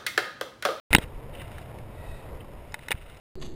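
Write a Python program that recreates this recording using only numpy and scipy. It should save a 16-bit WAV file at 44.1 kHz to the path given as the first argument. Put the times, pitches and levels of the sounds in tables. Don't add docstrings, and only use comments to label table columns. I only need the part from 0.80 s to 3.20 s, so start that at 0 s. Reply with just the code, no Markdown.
import sys
import numpy as np
from scipy import signal
from scipy.fft import rfft, irfft
from scipy.io import wavfile

SR = 44100
rng = np.random.default_rng(int(sys.argv[2]) if len(sys.argv) > 2 else 0)


def persist_wave(psi):
    counts = np.round(np.clip(psi, -1, 1) * 32767).astype(np.int16)
    wavfile.write(sys.argv[1], SR, np.atleast_2d(counts).T)


N = 105840

START_S, FADE_IN_S = .1053, 0.00037
HOLD_HZ, BAND_HZ, TOP_HZ, MIRROR_DB = 12000, 5950, 15450, 0.45
GRIT_PER_S, GRIT_SPREAD_DB, GRIT_SHARE = 1800, 3.5, 0.45
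ROAR_DB, HOLLOW_DB, HOLLOW_WIDTH_HZ = -0.5, -7, 186
TICK_DECAY_S, BREEZE_DB, BUMP_DECAY_CYCLES = 0.0053, -54, 0.54
SNAP_DB, SNAP_RISE_S, SNAP_DECAY_S = -5.5, 0.00014, 0.0019
RING_RISE_S, THUMP_S = 0.00022, 0.00066
RUSH_HISS_DB = -7

# t/s, level/dB, hollow centre f/Hz
ROLL_PATH = [(.1,-43,500),(.3,-48.5,480),(.48,-47.5,450),(.58,-45.5,540),(.78,-47,690),(.87,-48,600),(.97,-45,620),(1.1,-48.5,600),(1.23,-46.5,600),(1.38,-48,660),(1.53,-45.5,500),(1.68,-49.5,560),(1.8,-47.5,600),(2.0,-52.5,580),(2.2,-54,560),(2.4,-52.5,600)]
# f/Hz, level/dB
ROAR_EQ = [(120,-1.5),(200,0.5),(300,-1),(520,-0.5),(720,-2.5),(840,-6),(950,-2),(1150,-10),(1600,-15),(2000,-14),(2900,-20.5),(3600,-24.5),(4400,-31),(5200,-27),(6000,-38)]
# t/s, half length/s, level/dB re the ride
CONCRETE_DIPS = [(.5,.03,-3),(.577,.018,-1),(1.226,.009,2),(1.53,.025,1)]
# f/Hz, level/dB
DIP_EQ = [(150,-28),(400,-2.5),(560,7),(900,-15),(1600,-44)]
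# t/s, level/dB
DECK_FADER = [(.1,-48.5),(.6,-43),(1.0,-42.5),(1.5,-45),(1.85,-48.5),(2.05,-50.5),(2.4,-55)]
# f/Hz, level/dB
DECK_EQ = [(30,-1),(55,-4.5),(92,0),(140,-1.5),(200,-19.5),(350,-21.5),(800,-62)]
# t/s, level/dB
SCRUB_FADER = [(.1,-43),(.205,-54),(.233,-41),(.25,-58.5),(.3,-62.5),(.51,-66),(.555,-56.5),(.615,-54),(.66,-57.5),(.83,-54),(.92,-65.5),(1.45,-67),(1.66,-69.5),(2.0,-56.5),(2.15,-59),(2.24,-55.5),(2.3,-55.5),(2.4,-58.5)]
# f/Hz, level/dB
SCRUB_EQ = [(300,-24.5),(1000,-10.5),(1350,2.5),(1650,-4),(2050,1),(2450,-1.5),(2900,0),(3300,-9.5),(3700,-4),(4400,-19.5),(5100,-13.5),(6000,-21)]
# t/s, level/dB
GRIT_TICKS = [(.496,-55),(0.554,-48.5),(0.618,-39),(0.716,-47),(.784,-43.5),(2.032,-50),(2.214,-49.5),(2.298,-46.5),(2.369,-54.5)]
# t/s, half length/s, level/dB
RASP_CUES = [(0.539,0.0047,-49),(0.554,0.0042,-43.5),(.58,0.018,-53.5),(0.602,.005,-44.5),(0.613,0.0066,-46.5),(0.65,0.018,-56),(.717,.006,-53),(1.61,0.007,-52),(2.182,.012,-54.5),(2.314,.04,-62)]
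# f/Hz, width/Hz, relative level/dB
RASP_BANDS = [(2080,350,-2.5),(2750,400,1),(3030,260,-3.5),(3650,310,-7.5)]
# t/s, half length/s, level/dB
GUST_CUES = [(.26,0.028,-44.5),(0.37,0.028,-38),(.52,0.033,-43),(1.322,0.055,-39),(1.534,0.038,-38.5),(1.785,0.033,-44),(1.886,0.034,-42),(2.245,0.062,-47.5)]
# f/Hz, level/dB
WIND_EQ = [(10,4.5),(30,2.5),(60,1),(110,-13),(250,-32.5),(800,-52.5)]
# t/s, level/dB, f/Hz
BUMP_CUES = [(.108,-19,55.5),(0.146,-17,84.6),(0.189,-27.5,50.3),(.239,-25,84.5),(2.144,-23.5,65.6)]
# f/Hz, relative level/dB, t60/s
CASE_MODES = [(890,-5.5,0.04),(1160,-10,0.013),(1460,-2,0.018),(1737,-1,0.025),(1955,3,0.019),(2134,0,0.026),(2552,-5.5,0.028),(2980,-11,0.031),(3640,-8,0.029),(3910,-6.5,0.021),(4350,-28,0.019),(5470,-21,0.0047)]
# t/s, case level/dB, ring f/Hz, ring level/dB, ring t60/s, thump level/dB, damping time/s
CLACK_CUES = [(0.13,-5,2490,-7,0.0087,-45,0.0032),(0.1359,-16,2090,-7,0.037,-19.5,0.0074),(.1493,5.5,2770,1.5,0.019,-20,0.0032),(0.1501,-9.5,906,-0.5,0.02,-8,0.0026),
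              (0.1633,-32,3830,-20,0.034,-25,0.012),(0.164,-36,2860,-10,0.007,-24,.004),(0.184,-19,3280,-21.5,0.017,-15,0.011),
              (0.7828,-37.5,1730,-32.5,.02,-66.5,.01),(0.9866,-39,2180,-39,0.022,-60.5,0.0082),(1.9217,-42,5130,-44.5,0.021,-60,.01),
              (1.9422,-18,1810,-47,0.019,-44,0.016),(1.9911,-35.5,2020,-58,.01,-70,0.012),(2.084,-21.5,1850,-40,.014,-48.5,0.016),
              (2.1071,-21.5,2820,-21,0.042,-56.5,0.0096),(2.1071,-40,486,-25.5,0.07,-48,0.0044),(2.1093,-28,830,-30,0.018,-54,0.0046),
              (2.1158,-12.5,3520,-18,0.018,-37,0.0071),(2.1209,-21.5,2370,-14,0.019,-58,0.0042),(2.1262,-23.5,2370,-23,0.0084,-60,0.0049),(2.3715,-56,5200,-48.5,0.013,-52,.01)]
# t/s, half length/s, level/dB
SLIDE_CUES = [(0.13,0.0073,-32),(0.151,0.0068,-17),(0.163,0.0041,-31),(0.185,0.0025,-34),(2.108,.004,-44.5),(2.153,0.0034,-40)]
# f/Hz, level/dB
SLIDE_EQ = [(200,20),(900,4.5),(1200,2),(1500,7),(2100,-3.5),(2800,-1.5),(4000,-12),(6000,-37)]
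# f/Hz, width/Hz, relative level/dB
RUSH_BANDS = [(1330,200,-5),(1930,110,0),(2570,140,-3),(3770,190,-7)]
# f/Hz, level/dB
RUSH_EQ = [(600,-14),(1800,-0.5),(3800,-3),(5500,-10),(8000,-40)]


def amp(db):
    return 10 ** (np.asarray(db) / 20)


def unit(x):
    return x / np.sqrt(np.mean(x ** 2) + 1e-20)


def curve(rows, column=1):
    rows = np.array(rows)
    return np.interp(np.arange(N) / SR, rows[:, 0], rows[:, column])


def colour(x, eq):
    hz, db = np.transpose(eq)
    gain = amp(np.interp(np.log(np.fft.rfftfreq(N, 1 / SR) + 1), np.log(hz), db))
    return irfft(rfft(x) * unit(gain), N)


def noise():
    return rng.standard_normal(N)


def waver(rate_hz, depth_db):
    lowpass = np.exp(-(np.fft.rfftfreq(N, 1 / SR) / rate_hz) ** 2)
    return amp(depth_db * unit(irfft(rfft(noise()) * lowpass, N)))


def swells(cues):
    t = np.arange(N) / SR
    return sum(amp(db) * np.exp(-((t - s) / half_s) ** 2) for s, half_s, db in cues)


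def noise_band(hz, width_hz):
    r = np.exp(-np.pi * width_hz / SR)
    slow = signal.lfilter([1], [1, -2 * r, r * r], noise() + 1j * noise())
    carrier = np.exp(2j * np.pi * np.cumsum(hz * np.ones(N)) / SR)
    return unit((slow * carrier).real)


def add(mix, s, sound):
    part = mix[round(s * SR):][:len(sound)]
    part += sound[:len(part)]


def concrete():
    grains = amp(GRIT_SPREAD_DB * np.minimum(rng.exponential(1, N), 5)) * np.sign(noise())
    grains *= rng.random(N) < GRIT_PER_S / SR
    return np.sqrt(GRIT_SHARE) * unit(grains) + np.sqrt(1 - GRIT_SHARE) * noise()


def wheel_roar():
    roar = amp(ROAR_DB) * colour(concrete(), ROAR_EQ) * waver(rate_hz=34, depth_db=0.5)
    hollow = amp(HOLLOW_DB) * noise_band(curve(ROLL_PATH, column=2), HOLLOW_WIDTH_HZ)
    dips = unit(colour(noise(), DIP_EQ)) * swells(CONCRETE_DIPS)
    return (roar + hollow + dips) * amp(curve(ROLL_PATH))


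def deck_rumble():
    return unit(colour(noise(), DECK_EQ)) * amp(curve(DECK_FADER))


def wheel_scrub():
    slip = amp(curve(SCRUB_FADER)) * waver(rate_hz=52, depth_db=2)
    crunch, t = np.zeros(N), np.arange(SR // 20) / SR
    for s, db in GRIT_TICKS:
        add(crunch, s, amp(db) * np.exp(-t / TICK_DECAY_S))
    rasp = unit(sum(amp(db) * noise_band(hz, width) for hz, width, db in RASP_BANDS))
    friction = colour(concrete() * slip + noise() * crunch, SCRUB_EQ)
    return friction + rasp * swells(RASP_CUES)


def wind_buffet():
    return unit(colour(noise(), WIND_EQ)) * (amp(BREEZE_DB) + swells(GUST_CUES))


def camera_bumps():
    out, t = np.zeros(N), np.arange(SR // 12) / SR
    for s, db, hz in BUMP_CUES:
        decay = np.exp(-(hz * t / BUMP_DECAY_CYCLES) ** 2)
        add(out, s, amp(db) * np.sin(2 * np.pi * hz * t) * decay)
    return out


def mount_clacks():
    out, t = np.zeros(N), np.arange(SR // 12) / SR
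    case = sum((-1) ** k * amp(db - 60 * t / t60) * np.sin(2 * np.pi * hz * t)
               for k, (hz, db, t60) in enumerate(CASE_MODES))
    case /= abs(case).max()
    u = t / THUMP_S
    thump = u * (2 - u) * np.exp(1 - u)
    snap_envelope = amp(SNAP_DB) * np.exp(-t / SNAP_DECAY_S) * (1 - np.exp(-t / SNAP_RISE_S))
    for s, case_db, ring_hz, ring_db, ring_t60, thump_db, damp_s in CLACK_CUES:
        snap = rng.standard_normal(len(t)) * snap_envelope
        ring_envelope = amp(ring_db - 60 * t / ring_t60) * (1 - np.exp(-t / RING_RISE_S))
        ring = np.sin(2 * np.pi * ring_hz * t) * ring_envelope
        choke = 1 / (1 + (t / damp_s) ** 2)
        add(out, s, (amp(case_db) * (case + snap) + ring) * choke + amp(thump_db) * thump)
    return out


def mount_slides():
    return colour(noise(), SLIDE_EQ) * swells(SLIDE_CUES)


def air_rush(at_s, half_s, db):
    tones = unit(sum(amp(band_db) * noise_band(hz, width) for hz, width, band_db in RUSH_BANDS))
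    hiss = amp(RUSH_HISS_DB) * unit(colour(noise(), RUSH_EQ))
    return (tones + hiss) * swells([(at_s, half_s, db)]) * waver(rate_hz=56, depth_db=-1.0)


def scene():
    board = wheel_roar() + deck_rumble() + wheel_scrub()
    air = wind_buffet() + air_rush(at_s=1.313, half_s=0.16, db=-54)
    camera = camera_bumps() + mount_clacks() + mount_slides()
    return (board + air + camera)[None]


def record(dry):
    t, hz = np.arange(N) / SR, np.fft.rfftfreq(N, 1 / SR)
    fade_in = np.clip((t - START_S) / FADE_IN_S, 0, 1)
    clipped = np.clip(dry * fade_in, -.9, .9)
    narrow = irfft(rfft(clipped) / (1 + (hz / BAND_HZ) ** 40), N)
    mirrored = narrow * (1 + 2 * amp(MIRROR_DB) * np.cos(2 * np.pi * HOLD_HZ * t))
    held = irfft(rfft(mirrored) * np.sinc(hz / HOLD_HZ), N)
    high_cut = signal.firwin(255, TOP_HZ, window=("kaiser", 8), fs=SR)
    return signal.oaconvolve(held, high_cut[None], "same")


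dry = scene()
out = record(dry)
persist_wave(out)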